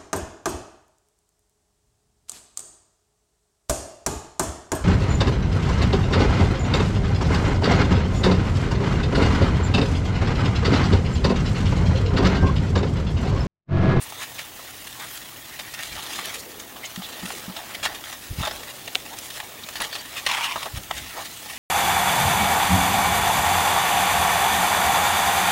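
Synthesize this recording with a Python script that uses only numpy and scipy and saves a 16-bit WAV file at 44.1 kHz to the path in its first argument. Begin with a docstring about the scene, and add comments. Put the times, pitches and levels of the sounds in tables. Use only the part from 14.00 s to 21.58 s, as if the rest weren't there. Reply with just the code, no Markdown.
"""Scraping and crunching: the steel furrower of a hand-pulled seedling transplanter drags through loose,
stony soil, and the grit rings faintly in its frame. A bush cricket's wing strokes trill thinly over
open-air hiss. Wind puffs at the microphone, and three soft double knocks pass through the camera body.
A dropped plastic tray snaps onto the ground; later the steel grinds once over stones."""
import sys
import numpy as np
from scipy import signal
from scipy.fft import rfft, irfft, next_fast_len
from scipy.io import wavfile
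from scipy.ndimage import uniform_filter1d, map_coordinates

SR = 44100
rng = np.random.default_rng(int(sys.argv[2]) if len(sys.argv) > 2 else 0)


def to_wav(sig):
    """Store sig (one row per channel, or 1-D mono) as 16-bit WAV at the path in sys.argv[1].

    Samples outside -1..1 are clipped; the rate is SR.
    """
    pcm = np.clip(np.atleast_2d(sig), -1, 1) * 32767
    pcm = np.round(pcm).astype(np.int16)
    wavfile.write(sys.argv[1], SR, pcm.T)  # frames by channels


N = 334278
TIME_S = np.arange(N) / SR
FFT_SIZE = 2 * next_fast_len(N // 2 + 8192)
FREQS_HZ = np.fft.rfftfreq(FFT_SIZE, 1 / SR)


def amp(db):
    """Decibels to gain."""
    return 10 ** (np.asarray(db) / 20)


def unit(x):
    """Scale a signal or a frequency response to rms 1."""
    return x / np.sqrt(np.mean(np.abs(x) ** 2) + 1e-20)


def curves(rows):
    """Per-sample curve for each column after the time."""
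    times_s, *columns = np.transpose(rows)
    return [np.interp(TIME_S, times_s, column) for column in columns]


def wobble(knots_per_s):
    """Smooth random curve."""
    return map_coordinates(rng.standard_normal(int(N * knots_per_s / SR) + 4), [TIME_S * knots_per_s])


def swell(centre_s, half_length_s):
    """Gaussian rise and fall."""
    return np.exp(-np.minimum(((TIME_S - centre_s) / half_length_s) ** 2, 50))


def filtered(x, response):
    """Apply a frequency response."""
    return irfft(rfft(x, FFT_SIZE) * response, FFT_SIZE)[:N]


def colour(points):
    """Causal unit-power response through (frequency [Hz], level [dB]) points."""
    hz, db = np.transpose(points)
    gain = amp(np.interp(np.log(FREQS_HZ + 1), np.log(hz), db))
    cepstrum = irfft(np.log(gain))
    cepstrum[1:FFT_SIZE // 2] *= 2  # fold to minimum phase
    cepstrum[FFT_SIZE // 2 + 1:] = 0
    return unit(np.exp(rfft(cepstrum)))


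def resonances(modes):
    """Summed band-pass responses of the modes."""
    return sum(amp(db) * 1j * FREQS_HZ * width_hz / (hz * hz - FREQS_HZ ** 2 + 1j * FREQS_HZ * width_hz)
               for hz, width_hz, db in modes)


def grains(per_s, spread_db, rub):
    """Tiny fractures of uneven size over a share of smooth rubbing; rms 1."""
    sizes = amp(spread_db * np.minimum(rng.exponential(size=N), 4))
    cracks = (rng.random(N) < per_s / SR) * sizes * np.sign(rng.standard_normal(N))
    return unit(unit(cracks) + rub * rng.standard_normal(N))


def soil_shares(db, coarse_db, easy_pull_db=-41):
    """Grit, clod and sand gains: coarse ground gives more clods, less sand; sand gains less from force."""
    clods_db = db - 5 + coarse_db
    sand_db = db - 4 - 0.52 * (db - easy_pull_db) - 0.4232 * coarse_db
    return amp([db, clods_db, sand_db]).reshape(3, -1)


def sliding_forces(stick_slip_db):
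    """Grit, clod and sand forces from drag and shoves; the blade sticks and slips."""
    # steady pull: (time [s], level [dB], coarseness [dB])
    drag = [(0, -43.5, -2.5), (0.5, -46.5, -1), (0.9, -45, -4), (1.42, -47.5, -1), (2.0, -40, -2),
            (2.31, -37, -2), (2.39, -46.5, -2), (2.8, -49.5, 5), (2.86, -43, 2), (2.99, -46.5, 2.5),
            (3.14, -40.5, -2), (3.62, -45, 3), (4.3, -45.5, -4.5), (4.8, -46, -0.5), (5.3, -43, -3),
            (5.55, -45, 0.5), (6.25, -41, -2.5), (6.85, -48, 1), (7.05, -40, -1.5), (7.4, -43.5, -6),
            (7.58, -38.5, -7)]
    # tugs shoving heaps of soil: (centre [s], level [dB], half length [s], coarseness [dB])
    shoves = [(0.22, -34, 0.034, -1.5), (0.41, -42, 0.043, 0), (1.026, -43.5, 0.037, 5.5),
              (1.133, -43.5, 0.076, -6), (1.838, -38.5, 0.051, -8), (1.944, -35.5, .025, -6),
              (1.986, -43.5, 0.033, 9), (2.14, -37, 0.076, -6), (2.398, -54, 0.02, -35),
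              (3.334, -41, 0.059, -14), (3.59, -43, .02, 7), (3.72, -42.5, 0.03, 3),
              (3.92, -42.5, 0.073, 8), (4.103, -41, 0.051, 0), (4.41, -37, 0.032, 0.5),
              (4.537, -40.5, 0.069, 3.5), (4.69, -40, .025, -1), (5.252, -51, .04, -23),
              (5.372, -37, 0.023, -1.5), (5.849, -33, 0.028, -4), (6.182, -30.5, 0.027, -4.5),
              (6.449, -25.5, .02, -8), (6.61, -38, 0.074, 2), (6.77, -37.5, .018, -2.5),
              (6.973, -36.5, 0.038, -8), (7.197, -41, 0.041, 11), (7.26, -32.5, 0.011, -8)]
    power = soil_shares(*curves(drag)) ** 2
    for centre_s, db, half_length_s, coarse_db in shoves:
        power += (soil_shares(db, coarse_db) * swell(centre_s, half_length_s)) ** 2
    return np.sqrt(power) * amp(stick_slip_db * wobble(90))


def crumbs(count=80, gap_scale_s=1 / 6, db=-43, spread_db=1, length_s=0.003, coarse_spread_db=5):
    """Small crumbs breaking at random, as extra crunch rows."""
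    times_s = gap_scale_s * np.cumsum(rng.uniform(0.1, 2, count))
    return [(time_s, db + spread_db * loud, length_s, coarse_spread_db * coarse)
            for time_s, (loud, coarse) in zip(times_s, rng.standard_normal((count, 2)))
            if time_s < TIME_S[-1]]


def crunch_forces(attack_s=0.00055, snap_db=-0.5, snap_s=0.0016, trickle_db=-14.5, trickle_s=0.022):
    """Grit, clod and sand forces from crunches: each snaps, crumbles, then trickles."""
    # stones and clods cracking: (time [s], level [dB], length [s], coarseness [dB])
    crunches = [(0.122, -37.5, 0.0046, 10.5), (0.39, -30.5, 0.0066, -5), (0.591, -42, 0.0099, 9.5),
                (0.87, -34, 0.011, -10), (0.926, -35, 0.0057, -14), (0.997, -33, 0.011, -1),
                (1.171, -37, .011, -15), (1.591, -32.5, .02, -2), (1.737, -31, 0.015, -1.5),
                (1.789, -35, .018, -2), (2.023, -36.5, 0.013, -8), (2.189, -30.5, 0.011, 5),
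                (2.255, -34, 0.0035, -12), (2.34, -33.5, 0.027, -20), (2.597, -35, 0.0094, -10),
                (2.76, -43.5, .011, 11.5), (2.959, -33, .008, 0), (3.018, -39.5, 0.013, 7.5),
                (3.255, -29.5, 0.0091, -12), (3.304, -32.5, 0.0046, 13), (3.5642, -27.5, 0.0098, 3),
                (3.746, -29.5, 0.012, -5), (3.829, -25, .034, -4), (3.852, -26.5, 0.021, 5),
                (3.946, -36, 0.024, -3), (4.039, -35.5, .008, 0), (4.126, -34.5, 0.014, -0.5),
                (4.427, -30, 0.023, 9.5), (4.45, -27.5, 0.019, 0.5), (4.471, -27.5, .019, 5),
                (4.51, -29, 0.0078, 4.5), (4.631, -34, 0.0071, -4), (4.876, -29, 0.0086, -1.5),
                (5.061, -35.5, 0.0037, 8), (5.186, -39, 0.0093, -26), (5.301, -34, 0.012, -7),
                (5.4, -28, 0.01, -1), (5.687, -30, 0.0079, -4), (5.754, -32, 0.029, 0),
                (5.801, -29, 0.026, 7.5), (5.818, -26.5, .0093, -2), (5.926, -30.5, 0.013, 2),
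                (5.951, -30.5, 0.017, -2), (6.2637, -18.5, 0.013, -0.5), (6.316, -24.5, 0.014, -2),
                (6.557, -34.5, 0.018, 15.5), (6.629, -27, .007, -6), (6.657, -36, 0.022, 10.5),
                (6.833, -36, .0048, -14), (6.91, -24.5, 0.0057, 7), (7.497, -35, 0.02, 3)]
    force = np.zeros((3, N))
    for time_s, db, length_s, coarse_db in crunches + crumbs():
        start = int(time_s * SR)
        t = TIME_S[:min(SR // 8, N - start)]
        snap = amp(snap_db) * np.exp(-t / snap_s)
        crumble = np.exp(-(t / length_s) ** 2.1)
        trickle = amp(trickle_db) * np.exp(-t / trickle_s)
        burst = (1 - np.exp(-t / attack_s)) * np.sqrt(snap ** 2 + crumble ** 2 + trickle ** 2)
        force[:, start:start + len(t)] += soil_shares(db, coarse_db) * burst
    return force


def furrower():
    """Sliding and crunching break grit, clods and sand; all three ring a little in the frame."""
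    # steel frame: (frequency [Hz], width [Hz], gain [dB])
    frame_modes = [(702, 80, -8.5), (850, 64, 0.5), (1094, 170, -8), (1862, 215, 4), (2252, 21, 1.5),
                   (3010, 420, -7), (3310, 62, 2.5), (3630, 200, 3.5), (3994, 144, 1), (6640, 810, -10.5),
                   (9360, 1700, -5.5)]
    # soil spectra: (frequency [Hz], density [dB])
    grit_spectrum = [(500, -39), (1100, -7), (1600, -3), (2800, 2), (3900, -4), (5000, -4.5), (7000, -12.5),
                     (14000, -23)]
    clod_spectrum = [(150, -13), (420, -14.5), (620, -0.5), (950, -2.5), (1300, -0.5), (1700, -10.5),
                     (3000, -38)]
    sand_spectrum = [(2500, -46.5), (4500, 0.5), (6000, 2), (7300, 1.5), (8200, -1), (10000, -2.5),
                     (11500, -4.5), (15500, -6)]
    crunching = crunch_forces()
    sliding = sliding_forces(stick_slip_db=1.66)
    grit_force, clod_force, sand_force = np.hypot(sliding, crunching)  # power sum
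    grit = grit_force * grains(per_s=2700, spread_db=3, rub=0.7)
    clods = clod_force * grains(per_s=2000, spread_db=5, rub=0.7)
    sand = sand_force * grains(per_s=2500, spread_db=3.5, rub=0.66)
    frame = 1 + resonances(frame_modes)
    return (filtered(grit, unit(colour(grit_spectrum) * frame))
            + filtered(clods, unit(colour(clod_spectrum) * frame))
            + filtered(sand, unit(colour(sand_spectrum) * frame)))


def earth():
    """Soft earth pushed aside: a dull, grainy rustle."""
    # push on the earth: (time [s], level [dB])
    push = [(0, -54.5), (1.85, -56), (2.25, -46), (2.75, -48.5), (2.95, -56), (3.28, -42.5), (3.5, -51),
            (3.92, -46.5), (4.15, -57.5), (4.45, -48.5), (5.3, -51.5), (7.57, -54.5)]
    dull = colour([(80, -24.5), (220, 0.5), (340, 1), (500, 0.5), (800, -8), (2000, -71)])
    return amp(curves(push)[0]) * filtered(grains(per_s=700, spread_db=2.5, rub=1), dull)


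def changing_contact(x, depth_db):
    """Each stone and clod has its own resonances, so the colour shifts as the blade moves on."""
    spectra = signal.stft(x, nperseg=512)[2]
    shading = rng.standard_normal(spectra.shape)
    for size, axis in [(3, 0), (7, 1), (3, 1)]:  # smooth in frequency, then twice in time
        shading = uniform_filter1d(shading, size=size, axis=axis)
    shaded = spectra * amp(depth_db * unit(shading))
    shaded *= np.linalg.norm(spectra, axis=0) / (np.linalg.norm(shaded, axis=0) + 1e-20)  # keep power
    return signal.istft(shaded, nperseg=512)[1][:N]


def air():
    """Open-air background and faint steady hiss."""
    # background spectrum: (frequency [Hz], density [dB])
    spectrum = [(15, -43), (25, -14), (60, -0.5), (120, 6), (180, -1.5), (310, 1.5), (450, -11), (700, 0.5),
                (1500, -5.5), (3500, -5), (5500, -9.5), (11000, -9), (14000, -6), (15600, -4)]
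    return amp(-42.5 + 0.18 * wobble(6.1)) * filtered(rng.standard_normal(N), colour(spectrum))


def cricket(db, strokes_per_s, stroke_width_cycles):
    """Each wing stroke is a brief rasp at the top of hearing."""
    cycle = np.cumsum(strokes_per_s + 0.87 * wobble(6.7)) / SR % 1
    strokes = np.exp(-((cycle - 0.5) / stroke_width_cycles) ** 2) * amp(2 * wobble(40))
    wing = colour([(8000, -36), (12000, -5), (14300, -15), (15000, -9), (15600, 0), (16500, 4),
                   (18000, -28)])
    return amp(db) * unit(filtered(strokes * rng.standard_normal(N), wing))


def pebbles():
    """Passing steel rubs one resonance of each pebble, swelling and fading with the contact."""
    # pebbles and hollow clods: (centre [s], level [dB], pitch [Hz], width [Hz], half length [s])
    rubs = [(0.029, -35, 9200, 1100, .015), (0.395, -31, 2350, 450, .011), (1.033, -37, 1290, 600, .028),
            (1.136, -42, 12100, 1400, .032), (1.542, -42, 1940, 220, .035), (1.67, -42.5, 1860, 150, .038),
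            (1.799, -34.5, 1800, 139, .021), (2.258, -30.5, 10500, 2000, .0025),
            (2.602, -38, 6560, 300, .0075), (2.841, -36, 2160, 80, .016), (2.851, -35, 3100, 600, 0.013),
            (2.86, -33.5, 6560, 500, .006), (3.045, -35.5, 3620, 300, .02), (5.64, -35.5, 3780, 600, .0076),
            (5.82, -28.5, 10080, 400, .0044), (5.939, -33, 4400, 220, .015),
            (5.995, -37.5, 4570, 170, .012), (5.132, -39, 835, 150, .02), (6.667, -33, 715, 260, .012),
            (6.913, -27, 890, 240, .007), (7.191, -38, 720, 280, .03)]
    out = np.zeros(N)
    for centre_s, db, hz, width_hz, half_length_s in rubs:
        reach_s = 3 * half_length_s
        near = slice(max(0, int((centre_s - reach_s) * SR)), int((centre_s + reach_s) * SR))
        contact = swell(centre_s, half_length_s)[near]
        friction = contact * rng.standard_normal(len(contact))
        ring = signal.lfilter(*signal.iirpeak(hz, hz / width_hz, SR), friction)
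        out[near] += amp(db) * unit(ring) * np.sqrt(np.mean(contact ** 2))
    return out


def wind(breeze_db):
    """Low buffeting at the microphone; single eddies each give one pressure pulse."""
    # wind puffs: (centre [s], level [dB], half length [s])
    puffs = [(1.957, -44, 0.041), (3.862, -51, .08), (4.328, -37.5, 0.028), (4.403, -34, 0.033),
             (4.52, -49, 0.093), (6.78, -41.5, 0.054), (6.995, -47.5, 0.11)]
    # single eddies: (time [s], peak [dB], pitch [Hz])
    eddies = [(4.314, -22.5, 80), (4.388, -22, 105), (4.411, -19.5, 131), (6.745, -24.5, 87),
              (6.777, -22.5, 87.5)]
    strength = amp(breeze_db)
    for centre_s, db, half_length_s in puffs:
        strength = strength + amp(db) * swell(centre_s, half_length_s)
    rumble = colour([(12, -14), (30, -9), (55, 4), (110, -4.5), (200, -9), (350, -14), (900, -72)])
    out = strength * filtered(rng.standard_normal(N), rumble)
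    for time_s, db, hz in eddies:
        phase_squared = (np.pi * hz * (TIME_S - time_s)) ** 2
        out -= amp(db) * (1 - 2 * phase_squared) * np.exp(-np.minimum(phase_squared, 50))
    return out


def knocks(body_hz, t60_s, rebound_s, rebound_db, attack_s=0.0017):
    """Each knock and its rebound ring one low, damped mode of the camera body."""
    # blows to the body: (time [s], level [dB])
    blows = [(2.976, -21.5), (3.2323, -22), (3.4799, -22)]
    t = TIME_S[:SR // 6]
    envelope = amp(-60 * t / t60_s) * (1 - np.exp(-t / attack_s))
    ring = -np.sin(2 * np.pi * body_hz * t) * envelope
    out = np.zeros(N)
    for time_s, db in blows:
        out[int(time_s * SR):][:len(t)] += amp(db) * ring
        out[int((time_s + rebound_s) * SR):][:len(t)] += amp(db + rebound_db) * ring
    return out


def tray(tick_t60_s=0.013, thud_t60_s=0.044):
    """The tray lands in quick contacts, each a dry plastic snap, a tick and a small thud of soil."""
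    # edge contacts: (time [s], snap peak [dB], tick trim [dB])
    contacts = [(4.9498, -20.5, 4), (4.9524, -13.5, -9), (4.9546, -2, -29), (4.959, -20.5, -1)]
    # plastic tray: (frequency [Hz], width [Hz], gain [dB])
    tray_modes = [(560, 110, -16), (780, 160, -7), (1610, 580, -3), (2900, 380, 12), (3580, 820, 9),
                  (4900, 650, -15)]
    t = TIME_S[:SR // 20]
    press = np.exp(-((t - 0.00018) / 0.00005) ** 2)  # yielding soil rounds the blow
    snap = filtered(press, resonances(tray_modes))[:len(t)]
    snap /= np.abs(snap).max()
    snaps, ticks, thuds = np.zeros((3, N))
    for time_s, db, tick_db in contacts:
        start = int(time_s * SR)
        span = slice(start, start + len(t))
        snaps[span] += amp(db) * snap
        ticks[span] += amp(db + tick_db - 5 - 60 * t / tick_t60_s) * rng.standard_normal(len(t))
        thuds[span] += amp(db - 23 - 60 * t / thud_t60_s) * rng.standard_normal(len(t))
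    bright = colour([(1000, -12), (3500, 2), (7000, -4), (12000, -5), (15500, -15)])
    dull = colour([(80, -17), (260, -3.5), (420, -7), (600, 0), (800, 1.5), (1050, -18), (2000, -6),
                   (6000, -25), (14000, -45)])
    return snaps + filtered(ticks, bright) + filtered(thuds, dull)


def grind(start_s, db, attack_s=0.015, hold_s=0.23, release_s=0.041, sag_db_per_s=18.5):
    """Steel over stones bites, eases off and lets go: dense slips with a hollow ring."""
    # stone spectrum: (frequency [Hz], density [dB])
    spectrum = [(300, -33), (520, -16), (640, -10), (750, -6), (950, 4), (1130, 1), (1330, -6.5),
                (2050, -2), (2300, -1), (2950, 2.5), (4000, -11), (7500, -15.5), (11000, -22), (15500, -35)]
    t = TIME_S - start_s
    contact = np.interp(t, np.cumsum([0, attack_s, hold_s, release_s]), [0, 1, 1, 0])
    pressure = amp(db - sag_db_per_s * np.maximum(t, 0) + 1.5 * wobble(120))
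    slips = grains(per_s=2400, spread_db=3.4, rub=0.7)
    return filtered(contact * pressure * slips, colour(spectrum))


def scene():
    """All sources at one microphone in the open field."""
    soil = changing_contact(furrower() + earth() + grind(start_s=6.275, db=-25), depth_db=2.6)
    field = air() + cricket(db=-48.5, strokes_per_s=105, stroke_width_cycles=0.2)
    camera = wind(breeze_db=-61) + knocks(body_hz=195, t60_s=0.061, rebound_s=0.0167, rebound_db=-2)
    return (soil + pebbles() + tray() + field + camera)[None]


def record(dry):
    """The camera passes nothing above its band limit."""
    band_limit_hz = 15830
    return filtered(dry[0], FREQS_HZ < band_limit_hz)[None]


dry = scene()
out = record(dry)
to_wav(out)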